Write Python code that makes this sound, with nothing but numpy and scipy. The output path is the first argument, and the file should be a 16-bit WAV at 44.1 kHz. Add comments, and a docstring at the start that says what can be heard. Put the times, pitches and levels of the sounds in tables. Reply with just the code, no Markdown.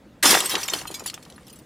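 """Something of glass is thrown aside in a quiet room, heard as faint noise, and shatters on a hard floor.
First comes a dense crash, summed from many short tones and noise, over low booms from decaying modes.
At once one big piece rings as a bank of modes struck three times, and is soon damped.
Then shards clink, bounce and settle, as noise bursts with modes; heavier pieces clack as pitched puffs.
Sparse random reflections give each glass sound a short reverberation."""
import sys
import numpy as np
from scipy import signal
from scipy.fft import rfft, irfft
from scipy.io import wavfile
from scipy.ndimage import uniform_filter1d

SR = 44100
rng = np.random.default_rng(int(sys.argv[2]) if len(sys.argv) > 2 else 0)


def unload_audio(sound):
    """Save the sound as a 16-bit wav file, at the path given as the first command line argument."""
    columns = np.transpose(np.atleast_2d(sound))
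    # keep every value between -1 and 1, then stretch to whole-number steps
    steps = np.round(np.clip(columns, -1, 1) * 32767)
    wavfile.write(sys.argv[1], SR, steps.astype(np.int16))


def to_linear_factor(level_db):
    """Convert decibel levels (scalar or array-like) to linear amplitude factors."""
    exponent = np.asarray(level_db, float) / 20
    return 10 ** exponent


N = 72765  # length in samples

# Envelopes of the rush of tiny fragments. Each row: time in seconds, treble level in dB, body level in dB.
CRASH_LEVELS = [(.226, -16.5, -20), (.27, -20, -24.5), (0.319, -15, -23.5), (.35, -23, -23),
                (.38, -26, -31.5), (.42, -32.5, -34.5), (0.452, -30.5, -32), (.485, -36.5, -42),
                (0.518, -26.5, -36), (0.569, -40, -31.5), (.62, -33.5, -40.5), (.675, -46, -44.5),
                (0.751, -34.5, -36.5), (.8, -38.5, -45), (.86, -52.5, -51), (.92, -48, -52),
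                (1.04, -53.5, -56), (1.2, -60, -59), (1.65, -63.5, -68.5)]
# Spectrum of the splinters' hiss. Each row: frequency in Hz, relative level in dB.
GRIT_SPECTRUM = [(900, -26), (1600, -1.5), (2600, -4.5), (6000, -5.5), (10300, -6.5), (13500, -14.5),
                 (16000, -21)]
# Spectrum of the dull clacks. Each row: frequency in Hz, relative level in dB.
BODY_SPECTRUM = [(30, -45), (90, -13), (200, -6), (350, -9), (1200, -3.5), (3000, -22.5), (5000, -50)]
# Modes of the big piece. Each row: frequency in Hz, level relative to the blow in dB, t60 in seconds.
PANE_MODES = [(3515, -7, .3), (4054, -9, .17), (5152, 1, .3), (5745, -9, .4), (6366, -1, .12),
              (6968, -6, .18), (7620, -8, .25), (8333, -10, .3), (8985, -6, .2), (9592, -7.5, .25),
              (10070, -9, .25), (10982, -7, .33), (12100, -11, .3), (13362, -13, .2)]
# Blows on the big piece. Each row: start in seconds, level in dB.
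PANE_BLOWS = [(.254, -15), (.308, -27.5), (.349, -25.5)]
# Shards landing. Each row: start in seconds, landing level in dB, main mode in Hz, second mode in Hz,
# main mode relative to the landing level in dB, free t60 of the main mode in seconds.
SHARD_LANDINGS = [(0.232, -25, 8650, 11800, 7, 0.087), (.254, -10, 2960, 6420, -2, 0.05),
                  (.307, -3.5, 3150, 9300, -9, 0.027), (0.347, -11, 4060, 12100, -5, 0.018),
                  (0.387, -18.5, 3500, 9000, -4, 0.031), (0.404, -14, 7760, 11000, -5, 0.022),
                  (0.458, -22, 8230, 11840, 1, 0.062), (0.495, -18.5, 5400, 10320, -3, 0.025),
                  (0.501, -22, 11500, 15100, -4.5, 0.035), (0.511, -28.5, 3866, 3200, 0.5, 0.26),
                  (0.579, -32.5, 6076, 4350, -0.5, 0.1), (0.611, -28, 4430, 10800, -11, 0.051),
                  (0.631, -19.5, 5780, 2450, -6.5, 0.046), (0.656, -37, 5360, 12300, 3.5, 0.057),
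                  (.680, -22, 7020, 10100, -4, 0.05), (.686, -37, 3676, 5270, 8, 0.15),
                  (0.699, -33, 6120, 7300, 8, 0.064), (0.735, -13, 4310, 3070, -4.5, 0.021),
                  (0.763, -34, 6030, 7200, -1, 0.063), (0.787, -30.5, 4420, 10600, -3, 0.054),
                  (0.813, -33.5, 2860, 6230, 3.5, 0.029), (0.871, -33, 6860, 12600, -3.5, 0.055),
                  (0.875, -33, 4150, 9600, -3, 0.089), (0.911, -34.5, 6920, 11100, -5, 0.066),
                  (0.941, -26, 6670, 3530, -8.5, 0.12), (.944, -36.5, 4890, 2290, -1, 0.18),
                  (0.995, -29.5, 7000, 5570, -4, 0.05), (1.038, -38.5, 4120, 6000, -13, 0.083),
                  (1.061, -24, 10030, 7100, -0.5, 0.068), (1.064, -29, 14060, 3930, 1, 0.058),
                  (1.076, -24.5, 4615, 8000, -4, 0.059), (1.141, -23, 5350, 10170, -13, 0.028),
                  (1.226, -37.5, 4240, 10400, -14, 0.036), (1.3, -41, 4070, 10500, -2, 0.035),
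                  (1.361, -61, 10020, 4200, 14.5, 0.048), (1.468, -39.5, 5450, 10300, -4.5, 0.029),
                  (1.48, -40.5, 7740, 12900, -12, 0.034), (1.497, -39, 4950, 11040, -8, 0.048),
                  (1.528, -45.5, 9060, 15000, 3, 0.067), (1.558, -44.5, 7720, 10800, -2.5, 0.093),
                  (1.588, -45.5, 9260, 15100, 0, 0.05)]
# Spectrum of a landing's crack. Each row: frequency in Hz, relative level in dB.
CRACK_SPECTRUM = [(200, -9), (900, -5.5), (2000, -6), (3000, -2.5), (9000, -5.5), (16000, -20)]
# Heavier pieces clacking and thudding. Each row: start in seconds, relative level in dB,
# centre frequency in Hz, t60 of the noise in seconds.
HEAVY_KNOCKS = [(0.259, -13.5, 1290, 0.056), (.294, -12.5, 2240, 0.011), (.321, -19, 1700, 0.037),
                (0.3425, -12.5, 1690, 0.022), (0.35, -9.5, 1210, 0.029), (.37, -16, 605, 0.021),
                (.374, -20, 1400, 0.033), (0.528, -34, 255, 0.13), (.538, -27.5, 590, 0.063),
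                (0.5532, -13.5, 2830, 0.021), (0.564, -22.5, 385, 0.018), (0.6843, -21.5, 2170, 0.023),
                (0.723, -24, 247, 0.011), (0.736, -17.5, 736, 0.022), (.815, -34.5, 736, 0.025),
                (.854, -22, 1060, 0.0079), (0.857, -25.5, 960, 0.0078), (.903, -27, 550, 0.011),
                (.914, -27.5, 274, 0.024), (1.004, -33, 674, 0.038), (1.021, -22, 444, 0.012),
                (1.059, -30, 1160, 0.026), (1.099, -27, 3840, 0.026), (1.134, -39, 1240, 0.025),
                (1.177, -25.5, 1120, 0.0084), (1.251, -47, 4170, 0.035), (1.262, -42.5, 780, 0.027),
                (1.324, -43, 3800, 0.0084), (1.316, -39, 405, 0.02), (1.38, -40.5, 1230, 0.029),
                (1.432, -51, 3600, 0.011), ]
# The floor booming under the largest pieces. Each row: start in seconds, level in dB,
# frequency in Hz, t60 in seconds.
FLOOR_BOOMS = [(.254, -18.5, 269, 0.12), (0.303, -20, 241.6, 0.14), (0.334, -37, 67, 0.2)]
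# Colour of the sound that differs between the ears. Each row: frequency in Hz, gain in dB.
SIDE_COLOUR = [(100, 6.5), (2000, 2.5), (12000, 7.5)]
# Spectrum of the room noise. Each row: frequency in Hz, relative density in dB per Hz.
HUSH_SPECTRUM = [(26, -50), (65, -5.5), (265, -7), (305, -5.5), (361, -18), (479, -11.5), (839, -21),
                 (2810, -31.5), (16500, -50)]


def evened(x):
    """Normalization: scales a signal to unit rms."""
    return x / np.sqrt(np.mean(x ** 2) + 1e-20)


def read(points, hz):
    """Interpolation of a spectrum along a logarithmic frequency axis."""
    f, value = np.transpose(points)
    return np.interp(np.log(hz + 1), np.log(f + 1), value)


def colour(x, points):
    """Linear filtering: multiplies the spectrum by a gain curve in dB."""
    hz = np.fft.rfftfreq(x.shape[-1], 1 / SR)
    return irfft(rfft(x) * to_linear_factor(read(points, hz)), x.shape[-1])


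def add(mix, s, sound):
    """Superposition: adds a sound into the mix from s seconds on."""
    part = mix[round(s * SR):][:len(sound)]
    part += sound[:len(part)]


def ring(hz, db, t60, size=8000):
    """Damped resonance: one mode, decaying exponentially after a soft first cycle; t60 is at least 3 ms."""
    t = np.arange(size) / SR
    decay = to_linear_factor(db - 60 * t / max(t60, .003))
    return decay * np.sin(2 * np.pi * hz * t) * np.minimum(t * hz, 1)


def grains(per_s, lo_hz, hi_hz, cycles, spread_db, count):
    """Granular superposition: resonances at many pitches, each excited by its own sparse random clicks."""
    out = np.zeros(N)
    pitches = np.geomspace(lo_hz, hi_hz, count)
    for hz, long in zip(pitches, rng.exponential(1, count)):
        strength = to_linear_factor(spread_db * np.minimum(rng.exponential(1, N), 4))
        clicks = strength * (rng.random(N) < per_s / count / SR)
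        tone = ring(hz, 0, cycles * (0.3 + long) / hz, size=3000)
        out += signal.oaconvolve(clicks, np.sqrt(hz) * tone / np.linalg.norm(tone))[:N]
    return evened(out)


def crash():
    """Superposed fractures: ringing splinters and hiss above, dull clacks below; also hiss of opposite sign per ear."""
    break_s, treble_rise_s, body_rise_s = .226, .0025, 0.021
    scatter_db = -15.5  # fragments fly left and right: their hiss differs between the ears
    s, treble_db, body_db = np.transpose(CRASH_LEVELS)
    t = np.arange(N) / SR
    treble_level = np.clip((t - break_s) / treble_rise_s, 0, 1) * to_linear_factor(np.interp(t, s, treble_db))
    body_level = np.clip((t - break_s) / body_rise_s, 0, 1) * to_linear_factor(np.interp(t, s, body_db))
    hiss = rng.standard_normal((3, N))
    splinters = grains(2500, 1500, 16000, cycles=97, spread_db=3.5, count=90)
    grit = evened(colour(0.61 * splinters + 0.7 * hiss[0], GRIT_SPECTRUM))
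    clacks = grains(1500, 199, 3510, cycles=5.5, spread_db=2.0, count=30)
    body = evened(colour(0.96 * clacks + 0.51 * hiss[1], BODY_SPECTRUM))
    scattered = evened(colour(colour(hiss[2], GRIT_SPECTRUM), SIDE_COLOUR))
    apart = to_linear_factor(scatter_db) * treble_level * scattered
    return treble_level * grit + body_level * body, apart


def pane():
    """Modal vibration: each blow excites all modes of the big piece, which is then damped to a tenth."""
    stop_s, stop_fade_s = 0.425, 0.012
    out = np.zeros(N)
    for hz, mode_db, t60 in PANE_MODES:
        mode = np.zeros(N)
        for s, db in PANE_BLOWS:
            add(mode, s, ring(hz, db + mode_db, t60, size=16000))
        out += mode * tumble()
    t = np.arange(N) / SR
    return out * np.clip((stop_s - t) / stop_fade_s + 1, .1, 1)


def shards():
    """Impact excitation: each landing gives a noise crack, two clear modes and 14 faint ones."""
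    crack_t60, crack_rise_s = 0.044, 0.00079
    flight_share, settle_db_per_s = 0.33, 2495  # rings freely for this share of its t60, then lies still
    extra_db = -10  # strongest faint mode relative to the landing level
    cracks, rings = np.zeros(N), np.zeros(N)
    noise = evened(colour(rng.standard_normal(N), CRACK_SPECTRUM))
    draws = rng.random((len(SHARD_LANDINGS), 14, 3))
    t = np.arange(8000) / SR
    for (s, db, hz, other_hz, ring_db, t60), draw in zip(SHARD_LANDINGS, draws):
        add(cracks, s, to_linear_factor(db - 60 * t / crack_t60) * np.minimum(t / crack_rise_s, 1))
        settle = to_linear_factor(-settle_db_per_s * np.maximum(t - flight_share * t60, 0))
        main = ring(hz, db + ring_db, t60)
        second = ring(other_hz, db + ring_db - 2.5, 0.84 * t60)
        add(rings, s, settle * (main + second))
        for u, v, late in draw:
            # higher modes die sooner, weaker ones later
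            faint_t60 = t60 * (0.76 + 0.93 * v) * (1 - 0.45 * u)
            faint = ring(2300 * 6.5 ** u, db + extra_db - 9 * v, faint_t60)
            add(rings, s + 0.0081 * late ** 2, settle * faint)
    return 0.32 * cracks * noise + rings * tumble()


def tumble():
    """Changing directivity: a tumbling piece turns its faces to and from the ear, so its ring flutters."""
    depth_db, smoothing_s = 1.5, 0.0057  # rms depth
    drift = uniform_filter1d(rng.standard_normal(N), round(smoothing_s * SR))
    return to_linear_factor(depth_db * evened(uniform_filter1d(drift, 60)))


def knocks():
    """Heavily damped impact: one hard push, with a short noise burst gathered round the same pitch."""
    out, t = np.zeros(N), np.arange(4096) / SR
    hz_axis = np.fft.rfftfreq(4096, 1 / SR)
    puffs = rng.standard_normal((len(HEAVY_KNOCKS), 4096))
    for (s, db, hz, t60), puff in zip(HEAVY_KNOCKS, puffs):
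        octaves = np.log2(hz_axis / hz + 1e-3)
        puff = evened(irfft(rfft(puff) * to_linear_factor(-6.5 * octaves ** 2)))
        envelope = to_linear_factor(db - 60 * t / max(t60, .003)) * np.minimum(t * hz / 1.11, 1)
        add(out, s, 1.124 * puff * envelope)
        add(out, s, ring(hz, db + 6.5, 2.75 / hz, size=2000))
    return out


def thumps():
    """Structural resonance: each boom of the floor is one low decaying mode."""
    out = np.zeros(N)
    for s, db, hz, t60 in FLOOR_BOOMS:
        add(out, s, ring(hz, db, t60))
    return out


def room(x):
    """Reverberation: sparse decaying reflections of random sign, partly different left and right."""
    mid_t60, side_t60 = 0.085, 0.039  # seconds
    mid_db, side_gain = -9.5, 0.15  # the side gain comes before its colour
    taps = np.zeros((2, 16000))
    # one reflection at random in every 20 samples
    at = np.arange(20, 15860, 20) + rng.integers(0, 20, (2, 792))
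    np.put_along_axis(taps, at, rng.choice([-1., 1.], at.shape), 1)
    taps = taps * to_linear_factor(-60 * np.arange(16000) / SR / np.array([[mid_t60], [side_t60]]))
    taps = taps / np.linalg.norm(taps, axis=1, keepdims=True)
    mid, side = signal.fftconvolve(x[None], taps, axes=1)[:, :N]
    return to_linear_factor(mid_db) * mid, side_gain * colour(side, SIDE_COLOUR)


def hush():
    """Partly coherent noise: steady room sound, nearly the same in both ears, a little lumpy."""
    level_db, coherence, lump_db = -49.5, .998, 2.0  # rms levels
    frames, hz = N // 256 + 5, np.fft.rfftfreq(1024, 1 / SR)
    a, b, c, d, patches = rng.standard_normal((frames, 513, 5)).T
    # smooth the lumps over frequency, then over time
    patches = evened(uniform_filter1d(uniform_filter1d(patches, 8, 0), 6, 1))
    left = a + 1j * b
    right = coherence * left + np.sqrt(1 - coherence ** 2) * (c + 1j * d)
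    z = np.array([left, right]) * to_linear_factor(read(HUSH_SPECTRUM, hz)[:, None] + lump_db * patches)
    noise = signal.istft(z, nperseg=1024, noverlap=768)[1][:, :N]
    return to_linear_factor(level_db) * evened(noise)


def scene():
    """Superposition of direct glass sound, its reflections and the room noise in two channels."""
    left_db = 0.27  # the glass is raised this much at left and lowered as much at right
    rush, apart = crash()
    glass = rush + pane() + shards() + knocks() + thumps()
    mid, side = room(glass)
    left = to_linear_factor(left_db) * (glass + mid + side + apart)
    right = to_linear_factor(-left_db) * (glass + mid - side - apart)
    return np.array([left, right]) + hush()


def band_limit(x):
    """A steep low-pass at the top of the band."""
    return signal.sosfilt(signal.butter(12, 16810, fs=SR, output="sos"), x)


def record(dry):
    """Band limitation, then soft saturation that rounds the loudest peaks."""
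    edge_hz, ceiling = 15950, .95  # ceiling as a share of full scale
    limited = signal.oaconvolve(dry, signal.firwin(301, edge_hz, fs=SR)[None], "same")
    mix = ceiling * np.tanh(limited / ceiling)
    return band_limit(mix)


dry = scene()
out = record(dry)
unload_audio(out)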